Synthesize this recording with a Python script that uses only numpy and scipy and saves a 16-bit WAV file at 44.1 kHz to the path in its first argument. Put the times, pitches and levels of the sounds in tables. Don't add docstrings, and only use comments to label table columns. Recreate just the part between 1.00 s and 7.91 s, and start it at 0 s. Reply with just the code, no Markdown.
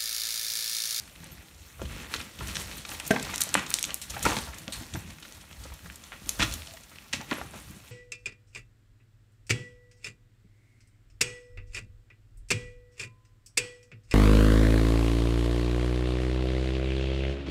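import sys
import numpy as np
from scipy import signal
from scipy.io import wavfile

SR = 44100
rng = np.random.default_rng(int(sys.argv[2]) if len(sys.argv) > 2 else 0)


def file_out(sig):
    cols = np.atleast_2d(sig).T
    lim = np.clip(cols, -1, 1)
    pcm = np.round(lim * 32767).astype(np.int16)
    wavfile.write(sys.argv[1], SR, pcm)


N = 304731


def amp(db):
    return 10 ** (np.asarray(db) / 20)


def rms_one(x):
    return x / np.sqrt(np.mean(x ** 2) + 1e-20)


def at_hz(points, hz):
    f_hz, value = np.array(points).T
    return np.interp(np.log(hz), np.log(f_hz), value)


def add(out, s, sound):
    at = round(s * SR)
    out[at:at + len(sound)] += sound[:N - at]


def resonance(x, hz, width_hz):
    r = np.exp(-np.pi * width_hz / SR)
    w = 2 * np.pi * min(hz, 17000) / SR
    return signal.lfilter(np.array([1, 0, -1]) * (1 - r * r) / 2, [1, -2 * r * np.cos(w), r * r], x)


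def rattle(length_ms, samples, per_s):
    happens, force = rng.random((2, samples))
    ms = 1000 * np.arange(samples) / SR
    touches = (happens < per_s / SR) * (2 * force - 1) * np.exp(-ms / max(length_ms, .2))
    touches[0] = 0.61 * np.exp(-length_ms / 8.9)
    return touches + 1e-12


# place [breadths from centre], level/dB
MODES = [(-1.73, -5), (-1.43, -2), (-0.86, 4.5), (-0.32, 11.5), (0.28, 6.5), (0.71, 3.5), (0.87, 1),
         (0.79, -6), (1.6, -34)]


def strikes(rows):
    out = np.zeros(N)
    for s, peak_db, hz, breadth_octaves, length_ms in rows:
        touches = rattle(length_ms, 4500, per_s=2500)
        ring = 0
        for place, mode_db in MODES:
            place_luck, level_luck = rng.normal(size=2)
            mode_hz = hz * 2 ** (breadth_octaves * (place + 0.16 * place_luck))
            mode = resonance(touches, mode_hz, mode_hz / 4.3)
            ring = ring + amp(mode_db + 2.2 * level_luck) * np.sqrt(hz / mode_hz) * mode
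        top_hz = min(hz * 2 ** (1.85 * breadth_octaves), 18000)
        ring = signal.sosfilt(signal.butter(2, top_hz, fs=SR, output="sos"), ring)
        add(out, s, amp(peak_db) * ring / np.max(np.abs(ring)))
    return out


PEBBLE_OVER_GRIT_DB, PEBBLE_SPREAD_DB = 15.5, 3
PEBBLE_HZ, PEBBLE_SPREAD_OCTAVES, PEBBLE_MS = 4080, 1, 3.1


def pebbles(grit_db, count):
    share = np.cumsum(np.sqrt(amp(grit_db)))
    at = np.searchsorted(share / share[-1], rng.random(count))
    rows = []
    for i, (level, pitch, length) in zip(at, rng.normal(size=(count, 3))):
        peak_db = grit_db[i] + PEBBLE_OVER_GRIT_DB + PEBBLE_SPREAD_DB * level
        hz = PEBBLE_HZ * 2 ** (PEBBLE_SPREAD_OCTAVES * np.clip(pitch, -2, 2))
        rows.append((i / SR, peak_db, hz, PEBBLE_MS * 2 ** length))
    return rows


# t/s, peak level/dB, rattle length/ms
THUMPS = [(.815, -29, 17), (1.141, -45, 20), (1.39, -35.5, 15), (1.416, -43, 22), (2.106, -14, 4.4),
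          (2.552, -29.5, 36), (3.255, -25, 16), (3.299, -30, 22), (3.368, -27, 16), (3.677, -32, 11),
          (3.81, -34.5, 11), (3.944, -29.5, 15), (5.219, -41, 5), (5.261, -39, 13), (5.395, -24.5, 28),
          (5.424, -25.5, 12), (6.135, -31.5, 9.2), (6.19, -35, 11), (6.315, -25.5, 14), (6.698, -38.5, 14)]
THUMP_HZ, THUMP_OCTAVES = 199, 0.49


def thumps():
    return [(s, db, THUMP_HZ, THUMP_OCTAVES, ms) for s, db, ms in THUMPS]


# t/s, peak level/dB, centre f/Hz, rattle length/ms
STRIKES = [(0.077, -38, 3000, 2.3), (0.233, -40.5, 1060, 11), (0.2428, -29, 8800, .7),
           (.794, -37.5, 804, 7.5), (.815, -27, 650, 4.9), (.816, -34.5, 3800, 18), (1.0313, -36, 1100, 23),
           (1.1398, -13.5, 2670, 1.44), (1.1456, -21, 2910, 4.1), (1.1613, -24, 3660, 3.8),
           (1.2132, -24.5, 3850, 3), (1.3888, -28.5, 3640, 2.9), (1.4075, -28.5, 764, 9.5),
           (1.4821, -26, 7090, 2.3), (1.549, -24, 6430, 1.5), (1.5549, -16, 3870, 0.51),
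           (1.557, -21, 4040, 14), (1.5683, -16, 3320, 0.9), (1.7236, -33, 5010, 2.6),
           (1.7728, -29, 11090, 3.7), (1.7796, -28, 5400, 29), (1.8506, -26, 2980, 3.2),
           (1.892, -21.5, 5460, 0.88), (1.8921, -32.5, 1340, 18), (1.9162, -27.5, 1690, 5.3),
           (1.9998, -25, 2250, 12), (1.999, -20.5, 6000, 1.7), (2.0526, -29, 5850, 2.3),
           (2.0664, -19.5, 8700, 4.8), (2.077, -14, 13390, 3.2), (2.1084, -26, 2500, 4.9),
           (2.1127, -18.5, 6700, 4.2), (2.1621, -17, 1250, 5), (2.197, -19.5, 3760, 3.2),
           (2.2275, -17.5, 7260, 2.2), (2.2504, -25, 4870, 1.7), (2.2908, -29, 1300, 9.5),
           (2.3362, -24, 1180, 3.8), (2.341, -19.5, 4580, 11), (2.3595, -10, 7500, 0.67),
           (2.38, -14, 6560, 3), (2.4046, -22.5, 2200, 1), (2.407, -10.5, 9720, 2.7),
           (2.414, -10, 7600, 3.3), (2.4174, -5.5, 6570, 2.5), (2.437, -9.5, 8300, .5),
           (2.453, -27, 4420, 3.6), (2.4689, -36, 700, 10.6), (2.4913, -15.5, 7000, 0.46),
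           (2.542, -2.5, 5900, 2), (2.552, -27, 556, 8.8), (2.552, -5.5, 1350, 2.7),
           (2.5547, -25, 2520, 4.2), (2.573, -18.5, 1460, 17), (2.5953, -19, 3520, 1.6),
           (2.6645, -22.5, 4160, 5.5), (2.7043, -10, 9320, 0.57), (2.7145, -23, 1910, 1.8),
           (2.7409, 3.5, 6460, 0.64), (2.773, -24, 8060, 1), (2.787, -14.5, 3840, 0.89),
           (2.7926, -17.5, 8240, .8), (2.8108, -23, 5910, .5), (2.8283, -6.5, 7300, 0.65),
           (2.8407, -11, 4860, 2), (2.8507, -15, 5240, 0.69), (2.856, -19, 11000, .6),
           (2.89, -29, 1430, 20), (2.906, -20.5, 3730, 1), (2.9435, -6.5, 10700, 0.34),
           (3.0157, -22.5, 6160, 23), (3.098, -20, 6700, 9.6), (3.1385, -33.5, 1410, 20),
           (3.1639, -22.5, 1030, 13), (3.1937, -25, 7260, 0.77), (3.228, -12, 7900, 8),
           (3.2527, -12.5, 6140, 5.9), (3.253, -13, 1000, 8.2), (3.2637, -10.5, 1010, 4.5),
           (3.285, -23, 690, 39), (3.2956, -29, 4740, 10.3), (3.32, -24, 600, 18), (3.327, -26, 3300, 13),
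           (3.357, -29, 4650, 3.8), (3.3674, -15.5, 3760, 1.4), (3.3673, -24, 1060, 19),
           (3.4712, -32.5, 870, 29), (3.5438, -29, 5430, 2.6), (3.5832, -27, 7600, 8),
           (3.6766, -36, 855, 15), (3.68, -18, 3650, 0.37), (3.7228, -20.5, 5530, 28),
           (3.7465, -31.5, 2240, 14), (3.8105, -40, 700, 4.4), (3.938, -24.5, 4700, 2.8),
           (3.9487, -26, 4230, 11), (3.95, -31, 403, 14), (3.9553, -27.5, 1140, 8.1),
           (4.1847, -35, 2500, 3), (4.2014, -34, 8430, 1.6), (4.226, -30.5, 3010, 4),
           (4.25, -36.5, 2200, 8), (4.324, -26.5, 5970, 0.51), (4.512, -35.5, 1500, 3.3),
           (4.529, -30.5, 3400, 1.3), (4.6365, -29, 5130, 12), (4.653, -37.5, 500, 6.9),
           (4.701, -39, 1420, 4), (4.739, -35.5, 10160, 4.1), (4.859, -35.5, 1040, 5.3),
           (4.9002, -28, 2040, 1.8), (4.958, -26.5, 8100, 2.9), (5.0377, -34.5, 4190, 4.9),
           (5.1206, -26.5, 1640, 2), (5.125, -33.5, 1500, 22), (5.2602, -35, 6330, 2.7),
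           (5.2922, -5.5, 7900, 1.5), (5.391, -25, 8500, 2.9), (5.393, -21.5, 1190, 12),
           (5.3957, -16.5, 3040, 12), (5.405, -12, 2030, 7.5), (5.413, -12.5, 3040, 6.1),
           (5.42, -11.5, 2270, 12), (5.4246, -9, 3060, 11), (5.44, -32, 1530, 13), (5.513, -25, 3520, 4.5),
           (5.5235, -22.5, 5160, 3.9), (5.5383, -16, 7800, 4.7), (5.673, -28.5, 3780, 1.3),
           (5.7102, -31, 3410, 1), (5.7377, -30, 5100, 1.7), (5.8336, -36, 5270, 6.5),
           (5.9585, -33, 2830, 3), (5.9856, -29, 2830, 0.74), (6.1285, -18, 3620, 25),
           (6.1335, -10.5, 3220, 4.2), (6.139, -32.5, 350, 6.6), (6.151, -32, 3000, 14),
           (6.2066, -29.5, 1200, 16), (6.2127, -26.5, 4210, 2), (6.3121, -19.5, 2780, 1.5),
           (6.3145, -21, 754, 12), (6.3215, -23, 1190, 3), (6.354, -30, 4530, .9), (6.3798, -29.5, 730, 36),
           (6.4146, -21.5, 990, 1.4), (6.511, -35, 7000, 1.1), (6.536, -34.5, 725, 18)]
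BREADTH_OCTAVES, BREADTH_OCTAVES_PER_DECADE = 0.54, 0.14
NARROWER_OCTAVES_PER_OCTAVE = 0.078


def stones(grit_db):
    rows = []
    for s, db, hz, ms in STRIKES + pebbles(grit_db, count=55):
        breadth = BREADTH_OCTAVES + BREADTH_OCTAVES_PER_DECADE * np.log10(ms)
        breadth -= NARROWER_OCTAVES_PER_OCTAVE * np.log2(hz / 2700.0)
        rows.append((s, db, hz, max(breadth, .1), ms))
    return strikes(rows + thumps())


# f/Hz, width/Hz, level before width and tilt/dB
SLAB_MODES = [(230, 140, -1.5), (412, 73, 3), (630, 88, 1.5), (1040, 18, -16), (1380, 78, -5),
              (1567, 50, 7.5), (1780, 30, -7), (1960, 38, -24)]
# t/s, peak level/dB, rattle length/ms, tilt/(dB per octave about 700 Hz)
SLAB_HITS = [(2.107, -5.5, 5.7, 0), (2.131, -20.5, 27, -13), (2.159, -21, 3, -9)]


def slab():
    out = np.zeros(N)
    for s, peak_db, length_ms, tilt_db in SLAB_HITS:
        touches = rattle(length_ms, 9000, per_s=1500)
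        ring = 0
        for hz, width_hz, mode_db in SLAB_MODES:
            gain = amp(mode_db + tilt_db * np.log2(hz / 700)) / np.sqrt(width_hz)
            ring = ring + gain * resonance(touches, hz, width_hz)
        add(out, s, amp(peak_db) * ring / np.max(np.abs(ring)))
    return out


# t/s, fade length/s, f/Hz, level/dB
TONES = [(0.313, 0.026, 13100, -50), (1.386, .03, 13200, -52), (1.763, 0.023, 13800, -46),
         (1.92, .03, 14000, -44), (2.077, .02, 14200, -48), (2.688, .02, 14000, -47),
         (3.443, .025, 14000, -54), (3.96, .03, 13900, -48), (5.68, .05, 671, -55),
         (5.737, 0.016, 668, -45), (6.37, 0.035, 11300, -46.5)]


def thin_tones():
    out = np.zeros(N)
    for s, length_s, hz, db in TONES:
        t = np.arange(round(2 * length_s * SR)) / SR
        envelope = np.minimum(t / 0.0024, 1) * np.exp(-(t / length_s) ** 3)
        add(out, s, amp(db) * envelope * np.sin(2 * np.pi * hz * t))
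    return out


# t/s, hold/s, then level/dB of grinding, fine grit, thud, ground rumble
STEPS = [(0, .02, -57, -52, -57, -49.5), (0.163, .05, -57, -58, -59.5, -59),
         (0.234, 0.16, -56, -59, -55.5, -55), (0.611, 0.036, -65, -59, -68.5, -50),
         (0.819, .03, -52, -52, -49, -35), (0.909, .12, -45.5, -51, -46.5, -42.5),
         (1.118, .09, -44.5, -45, -52, -49), (1.41, .08, -46, -45, -48.5, -39.5),
         (1.479, 0.042, -47.5, -45, -52.5, -47), (1.57, .05, -47, -41, -50.5, -47),
         (1.7, .05, -46.5, -46, -53, -49), (1.889, .05, -55.5, -41.5, -57, -52),
         (2.054, .08, -48, -43.5, -47.5, -56), (2.221, .12, -43, -43.5, -53.5, -48),
         (2.399, .1, -47.5, -45, -65, -49), (2.56, .02, -33, -48, -49, -52),
         (2.695, .05, -59, -42, -52.5, -49), (2.861, .05, -47, -48, -53, -47.5),
         (3.03, .05, -60, -54, -64, -53), (3.112, 0.049, -49, -46, -51, -42),
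         (3.257, .02, -32, -32.5, -48, -31), (3.351, .1, -61, -45.5, -56, -41),
         (3.53, .1, -53, -52, -55, -53.5), (3.761, .04, -60, -44, -57, -43),
         (3.941, .05, -49.5, -51.5, -44, -41.5), (4.08, .04, -56, -54, -53, -53),
         (4.238, .02, -56, -52, -68, -60), (4.348, .02, -60, -53.5, -71, -50),
         (4.515, .02, -67, -55, -59, -50), (4.601, .12, -60, -51.5, -59.5, -45.5),
         (4.844, .06, -66, -52, -55.5, -46.5), (5.035, .03, -64, -54, -66, -58),
         (5.141, .08, -58.5, -57, -57.5, -56), (5.276, .02, -58, -47, -58, -46),
         (5.415, .03, -50, -38, -55, -32), (5.304, 0.019, -62, -46, -62, -53),
         (5.53, .035, -61, -44, -51.5, -44.5), (5.678, .06, -66, -57, -66, -59),
         (5.941, .03, -58.5, -60, -59, -60), (6.144, .04, -51, -53, -46.5, -46),
         (6.308, .03, -40.5, -48.5, -52, -52), (6.407, .03, -63, -53, -48, -47),
         (6.544, .04, -50.5, -50, -49, -48), (6.695, .03, -63.5, -54.5, -52.5, -44)]
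RISE_DB_PER_S = [384, 303.4, 350, 347]
FALL_DB_PER_S = [133, 90.3, 131, 147]
REST_DB = [-60.5, -59, -65, -59.5]


def pressing():
    t = np.arange(0, N, 64) / SR
    power = amp(REST_DB)[:, None] ** 2
    for s, hold_s, *db in STEPS:
        before_db = np.outer(RISE_DB_PER_S, np.maximum(s - t, 0))
        after_db = np.outer(FALL_DB_PER_S, np.maximum(t - s - hold_s, 0))
        power = power + amp(np.array(db)[:, None] - before_db - after_db) ** 2
    return [np.interp(np.arange(N) / SR, t, 10 * np.log10(p)) for p in power]


def drift(rate_hz):
    r = np.exp(-80 * np.pi * rate_hz / SR)
    noise = rng.standard_normal(N // 40 + 2002)
    slow = signal.lfilter([1], [1, -2 * r, r * r], noise)[2000:]
    return np.interp(np.arange(N) / 40, np.arange(len(slow)), rms_one(slow))


def grains(spectrum, per_s, spread_db, smooth, patchy_db):
    out, edges_hz = 0, 22 * 2 ** np.arange(0, 10, .5)
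    born = rng.random(N) < per_s * amp(3.5 * drift(25)) / SR
    force = np.minimum(rng.exponential(1, N), 4)
    for low, high in zip(edges_hz, edges_hz[1:]):
        gain_db = at_hz(spectrum, np.sqrt(low * high))
        if gain_db > -45:
            sizes = amp(spread_db * force) * rng.standard_normal(N)
            drive = rms_one(born * sizes) + smooth * rng.standard_normal(N)
            sos = signal.butter(2, [low, high], "band", fs=SR, output="sos")
            band = signal.sosfilt(sos, rms_one(drive))
            out = out + amp(gain_db + patchy_db * drift(10.5)) * band
    return rms_one(out)


# f/Hz, relative level/(dB per Hz)
GRIND = [(120, -27), (200, 3.5), (366, -3.5), (727, -9.5), (983, -8.5), (1540, -5), (2730, -2), (4540, -16),
         (9000, -18.5), (11700, -38), (19800, -120)]


def grinding(level_db):
    return amp(level_db) * grains(GRIND, per_s=300, spread_db=3.5, smooth=1.0, patchy_db=-1.2)


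# f/Hz, relative level/(dB per Hz)
GRIT = [(1500, 1.5), (3000, -3.5), (4000, 8), (6500, -1.5), (9000, 0.5), (12000, -8), (16000, -8)]


def fine_grit(level_db):
    return amp(level_db) * grains(GRIT, per_s=900, spread_db=3.0, smooth=1.0, patchy_db=1.5)


# f/Hz, relative level/(dB per Hz)
THUD = [(70, -27), (120, 3), (200, -4), (300, -14.5), (500, -44)]


def thuds(level_db):
    return amp(level_db) * grains(THUD, per_s=98, spread_db=5.0, smooth=1.6, patchy_db=4.0)


# f/Hz, relative level/(dB per Hz)
RUMBLE = [(25, -51), (40, -15.5), (60, 12.5), (90, -4), (150, -11.5), (250, -55)]


def ground_rumble(level_db):
    return amp(level_db) * grains(RUMBLE, per_s=65, spread_db=0.0, smooth=1.35, patchy_db=3.0)


# f/Hz, T60/s
CAVE_T60 = [(100, 0.59), (1000, 0.33), (5000, 0.36), (15000, 0.2)]


def cave(x):
    t, echo = np.arange(SR // 2) / SR, 0
    for low in 60 * 2 ** np.arange(8):
        sos = signal.butter(2, [low, 2 * low], "band", fs=SR, output="sos")
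        band = signal.sosfilt(sos, rng.standard_normal(len(t)))
        echo = echo + band * amp(-60 * t / at_hz(CAVE_T60, low * np.sqrt(2)))
    echo *= 1 - np.exp(-t / 0.00087)
    return signal.fftconvolve(x, echo / np.sqrt(np.sum(echo ** 2)))[:N]


# f/Hz, relative level/(dB per Hz)
HISS = [(150, -26), (250, -8), (476, -1.5), (2320, -1.5), (4050, -5.5), (4900, -8), (9010, 5), (10400, -17),
        (13400, -4.5), (16000, -22)]
HISS_DB = -60


def microphone_hiss():
    return amp(HISS_DB) * grains(HISS, per_s=2000, spread_db=-1.5, smooth=7.2, patchy_db=3.8)


CAVE_DB = -12


def scene():
    grind_db, grit_db, thud_db, rumble_db = pressing()
    near = stones(grit_db) + slab() + thin_tones() + grinding(grind_db) + fine_grit(grit_db)
    background = thuds(thud_db) + ground_rumble(rumble_db) + microphone_hiss()
    return (near + amp(CAVE_DB) * cave(near) + background)[None]


# f/Hz, width/Hz, share taken out [0-1]
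MIC_DIPS = [(4860, 1200, 0.48), (10410, 430, 0.96)]
BASS_CUT_HZ, TOP_CUT_HZ = 39, 16400


def record(dry):
    dry = signal.sosfilt(signal.butter(2, BASS_CUT_HZ, "high", fs=SR, output="sos"), dry)
    for hz, width_hz, share in MIC_DIPS:
        dry = dry - np.clip(share, 0, 1) * resonance(dry, hz, width_hz)
    clipped = np.clip(dry, -.9, .9)
    return signal.sosfilt(signal.cheby2(18, 85, TOP_CUT_HZ, fs=SR, output="sos"), clipped)


dry = scene()
out = record(dry)
file_out(out)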